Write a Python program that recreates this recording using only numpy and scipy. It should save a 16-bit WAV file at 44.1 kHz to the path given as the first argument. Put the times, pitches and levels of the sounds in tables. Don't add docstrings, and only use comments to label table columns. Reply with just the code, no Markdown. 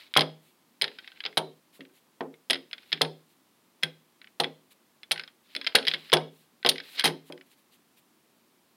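import sys
import numpy as np
from scipy import signal
from scipy.fft import rfft, irfft, next_fast_len
from scipy.io import wavfile
from scipy.ndimage import uniform_filter1d

SR = 44100
rng = np.random.default_rng(int(sys.argv[2]) if len(sys.argv) > 2 else 0)


def digitize_waveform(pressure):
    field = np.atleast_2d(pressure).T
    bounded = np.clip(field, -1, 1)
    quanta = np.round(bounded * 32767).astype(np.int16)
    wavfile.write(sys.argv[1], SR, quanta)


N = 386607
AGE_S = np.arange(16384) / SR


def from_db(db):
    return 10 ** (np.asarray(db) / 20)


def unit_energy(x):
    return x / np.sqrt(np.sum(x ** 2) + 1e-20)


def dying(t60_s, size):
    return from_db(-60 * AGE_S[:size] / t60_s)


def add(track, t_s, sound):
    start = max(round(t_s * SR), 0)
    track[start:start + len(sound)] += sound[:N - start]


def band(x, low_hz, high_hz):
    sos = signal.butter(2, [low_hz, min(high_hz, .45 * SR)], "band", fs=SR, output="sos")
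    return signal.sosfilt(sos, x)


def colour(x, points):
    size = next_fast_len(2 * len(x), real=True)
    hz, db = np.transpose(points)
    log_hz = np.log(np.maximum(np.arange(size // 2 + 1) * SR / size, 1))
    log_gain = np.log(from_db(np.interp(log_hz, np.log(hz), db)))
    cepstrum = irfft(log_gain, size)
    cepstrum[1:size // 2] *= 2
    cepstrum[size // 2 + 1:] = 0
    response = np.exp(rfft(cepstrum))
    return irfft(rfft(x, size) * response, size)[:len(x)]


def noise(spectrum, grain_db=0):
    grain = np.repeat(rng.standard_normal(N // 64 + 1), 64)[:N]
    grains = rng.standard_normal(N) * from_db(grain_db * grain)
    return unit_energy(colour(grains, spectrum)) * np.sqrt(N)


def mode_shapes(modes, size):
    shapes = []
    for hz, db, t60_s in modes:
        ring = np.sin(2 * np.pi * hz * AGE_S[:size]) * dying(t60_s, size)
        shapes.append(from_db(db) * unit_energy(ring))
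    return np.array(shapes)


def strike(shapes, spread_db):
    gains = from_db(spread_db * rng.standard_normal(len(shapes)))
    weights = gains * rng.choice([-1, 1], len(shapes))
    return weights @ shapes


def chatter(t60_s, size):
    return unit_energy(rng.choice([-1, 1], size) * dying(t60_s, size))


# f/Hz, relative density/dB per Hz
ROOM_TONE_SPECTRUM = [(15, -61), (25, -27), (48, -46), (87, -19), (236, -3), (263, -5), (363, -6.5),
                      (427, -11), (714, -13.5), (1070, -12.5), (1440, -17), (4030, -19.5), (6380, -24),
                      (12200, -23), (16000, -25)]


def room_tone(level_db=-66):
    return from_db(level_db) * noise(ROOM_TONE_SPECTRUM)


# start t/s, end t/s, end rub level/dB, end hiss level/dB (both relative), swell/dB
SLIDES = [(0, .12, -66.5, -81.5, -18), (.93, 1.33, -64.5, -84.5, -5.5), (2.75, 2.91, -57.5, -69.5, 11),
          (5.442, 5.54, -53.5, -69, 13.5), (5.59, 5.7, -53.5, -78.5, 4), (5.88, 5.961, -47.5, -70.5, -12.5),
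          (5.984, 6.09, -52, -65, 0.5), (6.833, 6.959, -43.5, -53.5, 10), (6.985, 6.995, -27, -56, 5)]
# centre t/s, relative level/dB, half length/s
BRUSHES = [(0.469, -68.5, 0.073), (1.757, -62, .035), (1.967, -66.5, .04), (3.309, -71, 0.037),
           (4.72, -60.5, .019), (6.39, -68.5, .094), (7.279, -61.5, 0.029), (7.474, -69.5, 0.019),
           (7.521, -65, 0.029), (7.59, -69.5, 0.02), (7.74, -65, 0.03), (7.984, -64, 0.023)]
# f/Hz, relative density/dB per Hz
RUB_SPECTRUM = [(200, -19), (1200, -15), (2000, -5), (2900, -3), (4100, -2.5), (5200, -13), (6200, -26),
                (16000, -41)]
HISS_SPECTRUM = [(3000, -19), (7000, 0), (12000, 4), (16000, -1)]


def slides(rub_db=-2, hiss_db=-1, fade_s=0.017, flutter_db=2.5, flutter_s=0.013):
    t_s, rub, hiss = np.arange(N) / SR, np.zeros(N), np.zeros(N)
    for start_s, end_s, low_db, high_db, swell_db in SLIDES:
        fade = np.interp(t_s, [start_s - fade_s, start_s, end_s, end_s + fade_s], [0, 1, 1, 0])
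        stroke = fade * from_db(np.interp(t_s, [start_s, end_s], [-swell_db, 0]))
        rub += from_db(low_db + rub_db) * stroke
        hiss += from_db(high_db + hiss_db) * stroke
    for centre_s, db, half_s in BRUSHES:
        swell = from_db(db) * np.sqrt(np.hanning(round(2 * half_s * SR)))
        add(rub, centre_s - half_s, swell)
        add(hiss, centre_s - half_s, swell)
    catches = np.interp(t_s / flutter_s, np.arange(4096), rng.standard_normal(4096))
    rub = rub * from_db(flutter_db * catches)
    return rub * noise(RUB_SPECTRUM, grain_db=2) + hiss * noise(HISS_SPECTRUM, grain_db=2)


# t/s, relative level/dB, relative lowest-mode boom/dB, hardness/dB
KNOCKS = [(0.164, -22, -19, 1), (0.178, -23.5, -20, 4), (0.8211, -40.5, -20, 1), (1.2526, -50.5, -22, -2),
          (1.3715, -28.5, -19, -1), (1.793, -51.5, -16.5, -19.5), (2.207, -35, -20.5, -5.5),
          (2.503, -35.5, -23.5, -7), (2.929, -52, -2.5, -24.5), (3.011, -28.5, -14, -1),
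          (3.83, -46, -2.5, -6.5), (4.399, -29, -19, -1), (5.112, -40, -21, 3), (5.56, -51.5, -29, -13),
          (5.666, -53.5, -25, 0.5), (5.749, -26, -29.5, -1.5), (5.874, -48, -8.5, 4.5),
          (5.935, -48, -11.5, -8), (6.1285, -18.5, -19, -0.5), (6.649, -28.5, -35, -4.5),
          (6.664, -34, -14.5, 2.5), (7.04, -28, -18.5, -1), (7.058, -29.5, -15, -2), (7.3, -45.5, -19, -10)]
# f/Hz, relative level/dB, t60/s
TABLE_MODES = [(156.7, 0, .38), (205, -8, .12), (235, -10, .14), (271, -2.5, .22), (339, -7, .15),
               (372, -1, .13), (405, -8, .08), (438, -2, .13), (484, 2, .11), (520, -1, .08), (560, -2, .1),
               (630, -1, .16), (665, -5, .09), (699, -1, .12), (764, -5, .1), (812, -2, .11),
               (899, -6, .15), (1104, -11, .1), (1310, -8, .11)]
# f/Hz, relative density/dB per Hz
THUD_SPECTRUM = [(100, -20), (160, -8.5), (300, -8), (500, 2.5), (800, -3.5), (1200, -6.5), (2000, -6.5),
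                 (5000, -32), (16000, -67.5)]
BASS_DB, BASS_LOSS_PER_HARDNESS = -1.5, .8


def knocks(level_db=33, boom_db=7, thud_db=-3, thud_t60_s=0.033, wood_db=-4, wood_t60_s=0.15,
           rise_s=.004, size=16384):
    out, shapes = np.zeros(N), mode_shapes(TABLE_MODES, size)
    boom = shapes[0] * (1 - np.exp(-AGE_S / rise_s))
    for t_s, db, lowest_db, hard_db in KNOCKS:
        thud = from_db(thud_db) * unit_energy(colour(chatter(thud_t60_s, size), THUD_SPECTRUM))
        weak_modes = from_db(wood_db) * unit_energy(band(chatter(wood_t60_s, size), 450, 1000))
        main_modes = unit_energy(strike(shapes[1:], spread_db=0.5))
        bass_db = BASS_DB - BASS_LOSS_PER_HARDNESS * hard_db
        tilt = [(100, 0), (300, bass_db), (450, 0), (580, 0), (800, hard_db + 4.5)]
        board = unit_energy(colour(thud + weak_modes + main_modes, tilt))
        add(out, t_s, from_db(db + level_db) * (board + from_db(lowest_db + boom_db) * boom))
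    return out


# t/s, relative level/dB,
# brightness/dB, edge above 7 kHz/dB, chatter t60/s, first-touch lead/s, first-touch level/dB re blow,
# rebound gap/s, first-rebound loss/dB
BLOWS = [(0.1725, -6.5, 2.5, -13, .013, .0062, -7, 0.02, 8),
         (0.8202, -15, 15.5, -12.5, 0.0029, 0.0061, -6.5, 0.012, 12),
         (1.376, -14.5, 8, -11.5, 0.042, 0.0042, -5.5, 0.0076, 19),
         (2.507, -13.5, 5.5, -11, 0.021, 0.0075, -5, .0244, 6.5),
         (2.9281, -15.5, 2.5, -31, 0.021, .0086, -14, 0.047, 27),
         (3.0168, -12, 6.5, -11, .022, 0.0044, -13, 0.032, 18),
         (3.833, -15, 3.5, -18.5, 0.031, 0.0061, -21.5, 0.027, 52),
         (4.401, -16.5, 6, -13, 0.041, 0.0017, -26, 0.035, 12),
         (5.1166, -13.5, 10, -8.5, 0.038, 0.006, -9, 0.025, 31),
         (5.6705, -19, 4.5, -28, 0.033, 0.0046, -4, 0.052, 25.5),
         (5.7537, -4, 0, -11, .036, 0.0019, -5.5, 0.032, 17),
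         (5.882, -12.5, 7.5, -24.5, 0.02, 0.0071, -6, 0.032, 10),
         (5.943, -24, 3, -30.5, 0.028, .0055, 3.5, 0.022, 22),
         (6.1342, -6.5, 2, -12.5, .038, .0045, -6, .0355, 15),
         (6.662, -13, 2, -20, 0.05, 0.014, -8, 0.0085, 10.5),
         (6.694, -10.5, 25, -7.5, 0.027, 0.0043, 0, 0.022, 17.5),
         (6.9953, -18, 5.5, -13.5, 0.037, 0.0084, -18.5, 0.013, 6),
         (7.0424, -17, 19, -4.5, 0.082, 0.0037, -10, 0.022, 6.5),
         (7.0548, -13, 1, -8.5, 0.096, 0.0064, -2.5, .022, 9)]
# t/s, relative level/dB, touch gap/s, loss per touch/dB
ROCKS = [(0.8419, -20, 0.037, 14), (0.9864, -36.5, 0.058, 10), (1.076, -38, 0.042, 9),
         (1.807, -41.5, 0.044, 11), (2.7308, -29, 0.05, 13.5), (4.2161, -45.5, .028, 1.5),
         (5.159, -34, .0185, -2), (5.1952, -33, .041, 5), (5.613, -32, 0.032, 3)]
# t/s, relative level/dB, edge/dB
TICKS = [(0.1389, -26.5, -17.5), (0.153, -28, -32), (0.2085, -15.5, -18), (0.2177, -20, -34.5),
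         (1.174, -51, -28), (1.2043, -32.5, -31.5), (1.2384, -34, -42), (1.252, -27, -45),
         (1.2617, -25.5, -37.5), (1.3264, -48.5, -27.5), (2.208, -41, -47), (2.341, -52, -17),
         (2.544, -27, -32.5), (2.712, -44, -20), (4.4429, -22, -29), (5.0323, -40, -21), (5.2115, -44, -30),
         (5.5507, -29.5, -19), (5.564, -25, -20), (5.8275, -32.5, -31), (5.852, -30, -21),
         (5.8692, -21.5, -25.5), (6.0986, -39, -30), (6.1196, -25, -50.5), (6.629, -39, -27.5),
         (6.7577, -33, -20), (6.7813, -29.5, -40), (6.8014, -32, -35), (7.3233, -39, -15),
         (7.377, -49.5, -30), (7.411, -47, -32)]
BRIGHT_DB, BRIGHT_PER_DB, EDGE_PER_DB = 12, 0.424, 1.5
TICK_T60_S, ROCK_T60_S, REBOUND_T60_S, FIRST_TOUCH_T60_S = .018, 0.03, 0.032, 0.026
ROCK_EDGE_DB = -28.5
REBOUND_POWER = 1.4


def contacts(count=3):
    def light(t_s, db, edge_db, t60_s):
        return t_s, db, BRIGHT_DB + BRIGHT_PER_DB * db, edge_db, t60_s

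    for t_s, db, bright_db, edge_db, t60_s, lead_s, first_db, gap_s, loss_db in BLOWS:
        yield light(t_s - lead_s, db + first_db, edge_db + EDGE_PER_DB * first_db, FIRST_TOUCH_T60_S)
        yield t_s, db, bright_db, edge_db, t60_s
        for k in range(1, count):
            lost_db = loss_db * k ** REBOUND_POWER
            yield light(t_s + k * gap_s, db - lost_db, edge_db - EDGE_PER_DB * lost_db, REBOUND_T60_S)
    for t_s, db, gap_s, loss_db in ROCKS:
        for k in range(count):
            yield light(t_s + k * gap_s, db - k * loss_db, ROCK_EDGE_DB, ROCK_T60_S)
    for t_s, db, edge_db in TICKS:
        yield light(t_s, db, edge_db, TICK_T60_S)


def contact(spectrum, t60_s, snap_db, tail_db, tail_t60_s=0.073, snap_t60_s=.006, size=3000):
    snap = from_db(snap_db) * chatter(snap_t60_s, size)
    tail = from_db(tail_db) * chatter(tail_t60_s, size)
    return unit_energy(colour(snap + chatter(t60_s, size) + tail, spectrum))


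# nominal f/Hz, relative level/dB, t60/s
FRAME_MODES = [(1533, -5.5, 0.054), (1880, -6.5, 0.01), (2020, -0.5, 0.023), (2210, -4.5, 0.046),
               (2590, -8, 0.0071), (2966, -4.5, 0.019), (3260, -0.5, 0.05), (3446, -3, 0.051),
               (3780, -2.5, 0.016), (4120, -0.5, 0.0098), (4000, -7.5, 0.026), (5060, -2.5, 0.019)]
STEEL_MODES = [(9150, -1, .08), (9320, -4, .06), (9600, 0, .1), (10500, -9, .04)]
# f/Hz, gain/dB
FRAME_FILTER = [(500, -12.5), (1500, -1.5), (5200, 0), (6500, -18.5)]
# f/Hz, relative density/dB per Hz
CLACK_SPECTRUM = [(150, -27.5), (600, -19), (1100, -15), (1700, 0), (2600, 0), (3400, -7), (5500, -29.5),
                  (16000, -61.5)]
TICK_SPECTRUM = [(600, -31), (2300, -15), (3200, 9), (4200, 3), (5100, -3), (6100, -28), (16000, -59)]
EDGE_SPECTRUM = [(1000, -21), (5500, 1.5), (7800, -9.5), (9500, 4), (12000, -5.5), (16000, -17.5)]
RATTLE_SPECTRUM = [(900, -34), (1600, -1), (2300, 2), (3300, -0.5), (4300, -0.5), (5300, 0.5), (6200, -19),
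                   (16000, -49.5)]
RATTLE_DB, RATTLE_PER_DB, RATTLE_T60_S = -10.5, 1, 0.074


def clicks(level_db=22.5, ring_db=-1, steel_db=-10, shift=0.017, size=3000):
    out, steel_shapes = np.zeros(N), mode_shapes(STEEL_MODES, size)
    for t_s, db, bright_db, sharp_db, t60_s in contacts():
        modes = [(hz * (1 + shift * rng.standard_normal()), mode_db + bright_db * (hz > 3000), mode_t60_s)
                 for hz, mode_db, mode_t60_s in FRAME_MODES]
        frame = colour(strike(mode_shapes(modes, size), spread_db=6), FRAME_FILTER)
        clack = contact(CLACK_SPECTRUM, t60_s, snap_db=-10, tail_db=-8)
        tick = contact(TICK_SPECTRUM, t60_s, snap_db=-5.5, tail_db=-10.5)
        rattle = unit_energy(colour(chatter(RATTLE_T60_S, size), RATTLE_SPECTRUM))
        body = unit_energy(clack + from_db(bright_db) * tick)
        body = body + from_db(ring_db) * unit_energy(frame)
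        body = body + from_db(RATTLE_DB + RATTLE_PER_DB * db) * rattle
        steel = unit_energy(strike(steel_shapes, spread_db=6.5))
        edge = contact(EDGE_SPECTRUM, t60_s, snap_db=-6.5, tail_db=-19.5) + from_db(steel_db) * steel
        add(out, t_s, from_db(db + level_db) * (unit_energy(body) + from_db(sharp_db) * edge))
    return out


# low f/Hz, high f/Hz (capped by band), level/dB, t60/s
ROOM_BANDS = [(226, 497, -17, 0.28), (486, 1200, -21.5, 0.16), (1300, 5700, -28.5, 0.31),
              (4970, 24000, -26, 0.23)]


def room(x, build_s=0.0079, size=16384):
    out, swell = np.zeros(N), 1 - np.exp(-(AGE_S / build_s) ** 2)
    for start in range(0, N, size):
        echo = np.zeros(size)
        for low_hz, high_hz, db, t60_s in ROOM_BANDS:
            echo += from_db(db) * unit_energy(band(chatter(t60_s, size), low_hz, high_hz) * swell)
        add(out, start / SR, signal.fftconvolve(x[start:start + size], echo))
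    return out


def scene(low_cut_hz=126, deep_db=-21):
    bumps = knocks()
    low_cut = signal.butter(6, low_cut_hz, "high", fs=SR, output="sos")
    handling = signal.sosfilt(low_cut, slides() + bumps + clicks())
    handling = handling + from_db(deep_db) * band(bumps, 40, 97)
    return (room_tone() + handling + room(handling))[None]


def limiter(x, threshold_db=-33, slope=0.18, release_db_per_s=12):
    treble_power = uniform_filter1d(band(x, 7000, .45 * SR) ** 2, size=128)
    level_db = 10 * np.log10(np.maximum(treble_power, 1e-12))
    wanted_cut_db = slope * np.maximum(level_db - threshold_db, 0)
    recovery_db = release_db_per_s * np.arange(N) / SR
    cut_db = np.maximum.accumulate(wanted_cut_db + recovery_db, axis=-1) - recovery_db
    return x * from_db(-cut_db)


def record(dry, top=.64, lopsided=.055, cutoff_hz=15900):
    rounded = top * np.tanh(limiter(dry) / top)
    uneven = rounded + lopsided * rounded ** 2
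    treble_cut = signal.ellip(10, .2, 70, cutoff_hz, fs=SR, output="sos")
    return signal.sosfilt(treble_cut, uneven)


dry = scene()
out = record(dry)
digitize_waveform(out)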